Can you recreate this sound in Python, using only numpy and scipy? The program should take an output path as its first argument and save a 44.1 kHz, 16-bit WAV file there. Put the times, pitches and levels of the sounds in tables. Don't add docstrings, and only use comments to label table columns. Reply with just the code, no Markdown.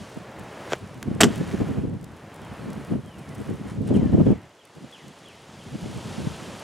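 import sys
import numpy as np
from scipy import signal
from scipy.fft import rfft, irfft, next_fast_len
from scipy.io import wavfile
from scipy.ndimage import uniform_filter1d

SR = 44100
rng = np.random.default_rng(int(sys.argv[2]) if len(sys.argv) > 2 else 0)


def master_out(mix):
    frames = np.transpose(np.atleast_2d(mix))
    ceiling = np.clip(frames, -1, 1)
    pcm = np.round(ceiling * 32767).astype(np.int16)
    wavfile.write(sys.argv[1], SR, pcm)


N = 292383
TIME = np.arange(N) / SR

# time in seconds, roar in dB, hiss in dB.
RUN_UP = [(0.0, -52.5, -56.5), (0.324, -50.5, -64.5), (0.69, -46, -57.5)]
IN_FLIGHT = [(0.78, -53.5, -61), (0.834, -54, -63), (1.18, -53, -65)]
RUN_OUT = [(1.29, -48.5, -55.5), (1.76, -49, -62), (1.91, -59, -70), (2.48, -49.5, -63.5),
           (2.93, -50.5, -63), (2.98, -57.5, -68), (3.47, -50, -62), (3.6, -54.5, -64), (3.7, -49, -62),
           (3.81, -60, -66.5), (3.87, -56, -62), (4.31, -52.5, -61.5), (4.4, -57.5, -70),
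           (4.42, -58, -68.5)]
FAR_OFF = [(4.62, -63, -68), (4.85, -57.5, -62), (5.4, -58, -62), (6.13, -48.5, -51.5), (6.63, -49, -54)]
# time in seconds, boost for the grit in dB.
GRIT_NEARNESS = [(0.0, -11), (.8, -7), (1.6, -4), (2.1, -6.5), (3.4, -2), (4.1, -13), (6.63, -10.5)]
# start in seconds, crack level in dB,
# crack fade time in seconds, ping pitch in Hz, ping level in dB, thud level in dB.
LANDING_HITS = [(1.2052, -22, 0.019, 1500, -7.5, -17), (1.2072, -7, 0.018, 8400, -7, -9),
                (1.2097, -5, 0.029, 6460, -17, -31.5), (1.2142, -17.5, 0.01, 7490, -9, -18.5),
                (1.216, -4.5, 0.011, 2550, -5, -26), (1.223, -15, 0.027, 1200, -20.5, -16.5),
                (1.2333, -5.5, 0.012, 3150, 4.5, -8.5), (1.2373, -19.5, 0.09, 3090, -15, -23.5),
                (1.2405, -14.5, 0.025, 7140, -11, -14)]
# time in seconds, level in dB, treble cut-off in Hz.
EDGE_KNOCKS = [(0.7209, -10.5, 1297), (0.733, -9, 5510)]
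# pitch in Hz, level in dB, fade time in seconds.
BOOT_TONES = [(220, 3.5, 0.049), (340.3, 3.5, 0.038), (428, -4, 0.058), (727.5, -15.5, 0.0077),
              (912.5, -12.5, 0.1), (1126, -21.5, 0.12), (1520, -22.5, 0.04), (1516, -16.5, 0.032),
              (1910, -19, 0.022), (2690, -28.5, 0.045), (3200, -28, .04), (3650, -17, 0.043)]
WHEEL_TONES = [(363, -4, 0.022), (460, -0.5, 0.014), (633, -3, 0.018), (940, -6, 0.0098),
               (1496, -7.5, 0.012), (2344, -9, 0.0084), (3350, -7.5, 0.0078), (5650, -9, .004),
               (7300, -7.5, 0.0029)]
# time in seconds, level in dB.
MID_AIR_SNAPS = [(1.0282, -11.5), (1.0301, -16.5)]
GROUND_TICKS = [(0.395, -43), (1.3573, -37), (1.3788, -39), (2.0423, -41.5), (2.3425, -45.5), (2.7028, -45),
                (2.7313, -42), (3.1845, -50), (3.8756, -45), (3.941, -48), (4.6522, -46), (5.081, -46)]
# loudest moment in seconds, length in seconds, level in dB.
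SCUFFS = [(0.724, 0.045, -33), (1.34, 0.14, -49.5), (1.52, 0.31, -45)]
TURN_SKIDS = [(3.70, 0.039, -46.5), (3.885, 0.031, -46.5), (3.965, 0.043, -46.5)]
# frequency in Hz, relative strength in dB.
ROAR_COLOUR = [(30, -43), (70, -16), (150, -3.5), (300, 3), (550, 3.5), (1000, -1), (1900, -7),
               (3000, -14.5), (4500, -28), (8000, -37)]
HISS_COLOUR = [(1500, -6), (3000, 5), (4200, 1), (5500, -1), (7000, -2), (8600, -7), (10200, -9),
               (12000, -19), (15000, -39.5)]
GRIT_COLOUR = [(5000, -6.5), (8500, 14), (10000, 15.5), (12000, 6.5), (14000, 0.5), (16000, -13.5)]
CRACK_COLOUR = [(100, -37), (350, 6.5), (650, 7), (1000, -0.5), (1500, 1), (2000, -1.5), (2450, -6),
                (3100, -0.5), (3800, -10), (5800, -5), (8200, -5.5), (9200, -17.5), (11000, -15),
                (16000, -32.5)]
SNAP_COLOUR = [(400, -8.5), (1000, 3.5), (1650, 8), (2700, 1.5), (5000, -4.5), (7300, -1), (8300, -10),
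               (10200, -6.5), (15000, -14.5)]
TICK_COLOUR = [(2000, -14.5), (4500, -1.5), (6500, -1.5), (8000, 3.5), (11000, -2), (15000, -11.5)]
SKID_COLOUR = [(2000, 8), (4500, -2), (7000, -4), (10000, 0.5), (12000, -21), (15000, -21)]

# time in seconds, level in dB.
BREEZE_LEVELS = [(0.0, -53), (.9, -52), (1.12, -42), (1.84, -35), (2.1, -49), (2.35, -51), (2.63, -41.5),
                 (3.12, -48), (3.52, -41.5), (3.76, -39), (3.88, -35), (4.23, -28), (4.42, -44.5),
                 (4.58, -76), (4.8, -67), (5.5, -59), (5.66, -46), (6.05, -39.5), (6.63, -52.5)]
# loudest moment in seconds, length in seconds, level in dB,
# how much louder its eddy (a small swirl of air) is on the left in dB.
GUSTS = [(0.171, .025, -35, -10), (1.083, 0.019, -28.5, 1), (1.111, 0.032, -27, -3), (1.258, 0.09, -19, 7),
         (1.411, 0.028, -25.5, -11), (1.542, 0.031, -23.5, -1), (1.615, 0.027, -18.5, -0.5),
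         (1.698, 0.063, -27, 13), (1.85, 0.17, -29.5, -7), (2.706, 0.11, -34.5, -3),
         (2.921, 0.037, -21.5, 1), (2.96, 0.046, -27, -8), (3.509, 0.087, -29.5, 15),
         (3.911, 0.02, -23, 16), (3.962, 0.11, -18.5, 14), (4.057, 0.07, -25, 22), (4.146, 0.025, -16, 15),
         (4.179, 0.022, -20, 17), (4.209, 0.033, -15.5, -9), (4.302, 0.058, -18, 17),
         (4.77, 0.035, -42, -7), (4.842, 0.065, -39, -1), (5.073, 0.097, -45, 3), (5.259, 0.038, -48.5, 0),
         (5.753, 0.025, -32.5, 19), (5.9, 0.1, -38, 0), (6.426, .04, -44, 0)]
# frequency in Hz, likeness (1 means the same).
WIND_LIKENESS = [(30, .9), (60, 0.22), (130, 0.69), (300, 0.075), (600, 0.54), (1400, 0.94)]
# frequency in Hz, relative strength in dB.
BUFFET_COLOUR = [(30, -62), (80, -23), (135, 1), (200, -2), (300, -10.5), (450, -15.5), (700, -28.5),
                 (1200, -43.5), (3000, -55), (16000, -120)]
FLUTTER_COLOUR = [(30, -40.5), (90, -30.5), (170, 2.5), (280, -1), (420, -13), (650, -21), (1100, -35.5),
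                  (3000, -77.5), (16000, -120)]
RUMBLE_COLOUR = [(20, -34), (40, -12.5), (70, -2.5), (100, 5), (130, -2.5), (250, -32), (1000, -60.5),
                 (16000, -120)]
MIC_COLOUR = [(300, -21.5), (2000, 12), (7000, 3), (10000, -4.5), (12500, -2.5), (16000, -28)]
# start, length and time to glide halfway in seconds, first pitch and
# target pitch in Hz, level in dB, fading in dB per second (below zero, the note grows).
BIRD_NOTES = [(2.408, 0.36, 0.25, 3220, 1250, -67, -13), (2.587, 0.045, .025, 4150, 4470, -64, 0),
              (3.009, 0.35, 0.24, 3270, 1273, -60, -3), (3.918, 0.178, .06, 3344, 1550, -51.5, 15),
              (4.256, .16, 0.061, 3370, 1647, -54.5, 50.5), (4.585, 0.18, 0.064, 3370, 1404, -59.5, 83),
              (4.921, 0.17, .052, 3410, 1595, -47, 144), (5.25, 0.16, .06, 3350, 1596, -50.5, 100),
              (5.59, 0.23, 0.057, 3340, 1413, -56.5, 65)]


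def rolling():
    roar_db, hiss_db = in_time(np.vstack([RUN_UP, IN_FLIGHT, RUN_OUT, FAR_OFF]))
    grit_db = hiss_db + in_time(GRIT_NEARNESS)[0]
    slab_db = 0.27 * drift(24)
    roar = from_db(roar_db + 7 + slab_db) * colour(grains(per_s=12000, spread_db=3), ROAR_COLOUR)
    hiss = from_db(hiss_db + 5.5 + slab_db) * colour(grains(per_s=10000, spread_db=-1), HISS_COLOUR)
    grit_level = from_db(grit_db + 0.5 + 1.4 * drift(15))
    grit = grit_level * colour(grains(per_s=11000, spread_db=4), GRIT_COLOUR)
    sand = dying(grains(per_s=22, spread_db=1.5), fade_s=0.0094) * rng.standard_normal(N)
    sand = from_db(-33.5 + 0.5 * grit_db) * colour(unit_level(sand), TICK_COLOUR)
    scatter = from_db(roar_db - 12.5) * colour(rng.standard_normal(N), ROAR_COLOUR)
    return stereo(mid=roar + hiss + grit + sand, side=dull(scatter, cutoff_hz=1400))


def landing():
    chatter = colour(rng.standard_normal(N), CRACK_COLOUR)
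    out, t = np.zeros(N), TIME[:SR // 10]
    ping_fade_s = 0.0052
    pressing = 1 - np.exp(-t / 0.000065)
    for start, crack_db, fade_s, ping_hz, ping_db, _ in LANDING_HITS:
        span = slice(round(start * SR), round(start * SR) + len(t))
        crack = from_db(crack_db - 60 * t / fade_s) * chatter[span]
        ping = from_db(ping_db - 60 * t / ping_fade_s) * np.sin(2 * np.pi * ping_hz * t)
        out[span] += pressing * (crack + ping)
    thuds = clicks([(start, thud_db) for start, *_, thud_db in LANDING_HITS])
    return out + struck(thuds, BOOT_TONES)


def knocks():
    blows = sum(dull(clicks([(s, db)]) + 1e-18, cutoff_hz) for s, db, cutoff_hz in EDGE_KNOCKS)
    return struck(blows, WHEEL_TONES)


def ticks():
    snaps = colour(clicks(MID_AIR_SNAPS), SNAP_COLOUR)
    fizz = dying(clicks(GROUND_TICKS), fade_s=0.015) * rng.standard_normal(N)
    return snaps + from_db(0.5) * colour(fizz, TICK_COLOUR)


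def scraping():
    scuff = swells(SCUFFS) * colour(grains(per_s=3700, spread_db=6), SNAP_COLOUR)
    skid = swells(TURN_SKIDS) * colour(grains(per_s=590, spread_db=0.5), SKID_COLOUR)
    return dull(scuff, cutoff_hz=4500) + skid


def wind():
    breeze_db, = in_time(BREEZE_LEVELS)
    breeze = from_db(breeze_db + 3.5 * drift(12))
    gusts = swells([row[:3] for row in GUSTS])

    def strength(breeze_db, gust_db):
        return np.hypot(from_db(breeze_db) * breeze, from_db(gust_db) * gusts)

    lumps = from_db(4.7 * np.array([drift(43), drift(41)]))
    buffet = strength(breeze_db=3, gust_db=-4) * lumps * turbulence(BUFFET_COLOUR)
    flicker = from_db(3.4 * drift(55))
    flutter = strength(breeze_db=-1.5, gust_db=-2) * flicker * turbulence(FLUTTER_COLOUR)
    left, right = buffet + flutter + eddies()
    rumble = strength(breeze_db=1.5, gust_db=-16) * turbulence(RUMBLE_COLOUR).mean(axis=0)
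    width = np.clip((20 * np.log10(breeze + gusts) + 53.8) / 15, 0.05, 1.1)
    side = (left - right) / 2 * width
    side = signal.sosfilt(signal.butter(4, 85, "high", fs=SR, output="sos"), side)
    return stereo((left + right) / 2 + rumble, side)


def turbulence(spectrum):
    size = next_fast_len(N)
    hz = np.fft.rfftfreq(size, 1 / SR)
    alike = np.clip(at_hz(WIND_LIKENESS, hz), -1, 1)
    mid, side = rfft(rng.standard_normal((2, size))) * from_db(at_hz(spectrum, hz))
    mid = irfft(np.sqrt(1 + alike) * mid)[:N]
    side = irfft(np.sqrt(1 - alike) * side)[:N]
    power = uniform_filter1d(mid ** 2 + side ** 2, size=1500)
    return stereo(mid, side) / np.sqrt(power + 1e-20)


def eddies():
    pitch_hz, boost_db, lag_s = 250, 7, 0.00329
    out, t = np.zeros((2, N)), TIME[:SR // 40]
    for peak_s, _, db, pan_db in GUSTS:
        phase = np.pi * pitch_hz * rng.uniform(0.93, 1.03) * (t - t.mean())
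        dip = (2 * phase ** 2 - 1) * np.exp(-phase ** 2)
        start = round((peak_s + lag_s) * SR) - len(t) // 2
        out[:, start:start + len(t)] += from_db(stereo(db + boost_db, pan_db / 2)) * dip
    return out


def bird():
    edge_s, steepness, flicker_db = 0.0042, 2.3, 2.5
    song = np.zeros(N)
    for start, length, halfway, first_hz, target_hz, db, fading in BIRD_NOTES:
        t, at = TIME[:round(length * SR)], round(start * SR)
        hz = target_hz + (first_hz - target_hz) / (1 + (t / halfway) ** steepness)
        edges = np.clip(np.minimum(t, length - t) / edge_s, 0, 1)
        whistle = np.sin(2 * np.pi * np.cumsum(hz) / SR)
        song[at:at + len(t)] += edges * from_db(db - fading * t) * whistle
    flicker = from_db(flicker_db * drift(30))
    song = flicker * (0.8 * song + 0.45 * park_echo(song, fade_s=0.06, cutoff_hz=8000))
    return from_db(2) * song + from_db(-7) * park_echo(song, fade_s=0.97, cutoff_hz=6000)


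def park_echo(x, fade_s, cutoff_hz):
    t = TIME[:SR]
    build_up = 1 - np.exp(-t / 0.0077)
    tail = dull(rng.standard_normal(SR) * from_db(-60 * t / fade_s) * build_up, cutoff_hz)
    return signal.oaconvolve(x, tail / np.linalg.norm(tail))[:N]


def mic_hiss():
    return from_db(-68.5) * np.array([colour(rng.standard_normal(N), MIC_COLOUR) for _ in range(2)])


def from_db(db):
    return 10 ** (np.asarray(db) / 20)


def unit_level(x):
    return x / np.sqrt(np.mean(x ** 2) + 1e-20)


def stereo(mid, side):
    return mid + side * np.array([[1], [-1]])


def in_time(rows):
    seconds, *columns = np.transpose(rows)
    return [np.interp(TIME, seconds, column) for column in columns]


def at_hz(points, hz):
    known_hz, value = np.transpose(points)
    return np.interp(np.log(hz + 1), np.log(known_hz), value)


def dull(x, cutoff_hz):
    return signal.sosfilt(signal.butter(1, cutoff_hz, fs=SR, output="sos"), x)


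def colour(x, spectrum, size=4096):
    gain = unit_level(from_db(at_hz(spectrum, np.fft.rfftfreq(size, 1 / SR))))
    cepstrum = irfft(np.log(gain))[:size // 2]
    cepstrum[0] /= 2
    response = irfft(np.exp(rfft(2 * cepstrum, size)))
    return signal.oaconvolve(x, response)[:N]


def drift(rate_hz):
    memory = np.exp(-80 * np.pi * rate_hz / SR)
    noise = rng.standard_normal(N // 40 + 2002)
    slow = signal.lfilter([1], [1, -2 * memory, memory * memory], noise)[2000:]
    return np.interp(np.arange(N) / 40, np.arange(len(slow)), unit_level(slow))


def grains(per_s, spread_db):
    sizes = from_db(spread_db * np.minimum(rng.exponential(1, N), 4)) * rng.choice([-1, 1], N)
    return unit_level(sizes * (rng.random(N) < per_s / SR))


def clicks(rows):
    out = np.zeros(N)
    for s, db in rows:
        out[round(s * SR)] += from_db(db)
    return out


def swells(rows):
    return sum(from_db(db) * np.exp(-np.minimum((2 * (TIME - peak_s) / length) ** 2, 20))
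               for peak_s, length, db in rows)


def dying(x, fade_s):
    return signal.lfilter([1], [1, -from_db(-60 / (fade_s * SR))], x + 1e-18)


def ring(x, hz, fade_s):
    decay, step = from_db(-60 / (fade_s * SR)), 2 * np.pi * hz / SR
    return signal.lfilter([0, np.sin(step)], [1, -2 * decay * np.cos(step), decay * decay], x + 1e-18)


def struck(x, tones):
    return sum((-1) ** k * from_db(db) * ring(x, hz, fade_s) for k, (hz, db, fade_s) in enumerate(tones))


def scene():
    blows = landing() + knocks() + ticks()
    echo = from_db(-30) * park_echo(blows, fade_s=0.87, cutoff_hz=2200)
    hiss = mic_hiss()
    return blows + echo + rolling() + scraping() + bird() + wind() + hiss


def record(dry):
    bass_hz, top_hz = 48, 15900
    thinned = signal.sosfilt(signal.butter(2, bass_hz, "high", fs=SR, output="sos"), dry)
    rounded = thinned / (1 + thinned ** 4) ** (1 / 4)
    return signal.sosfilt(signal.ellip(10, 0.2, 80, top_hz, fs=SR, output="sos"), rounded)


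dry = scene()
out = record(dry)
master_out(out)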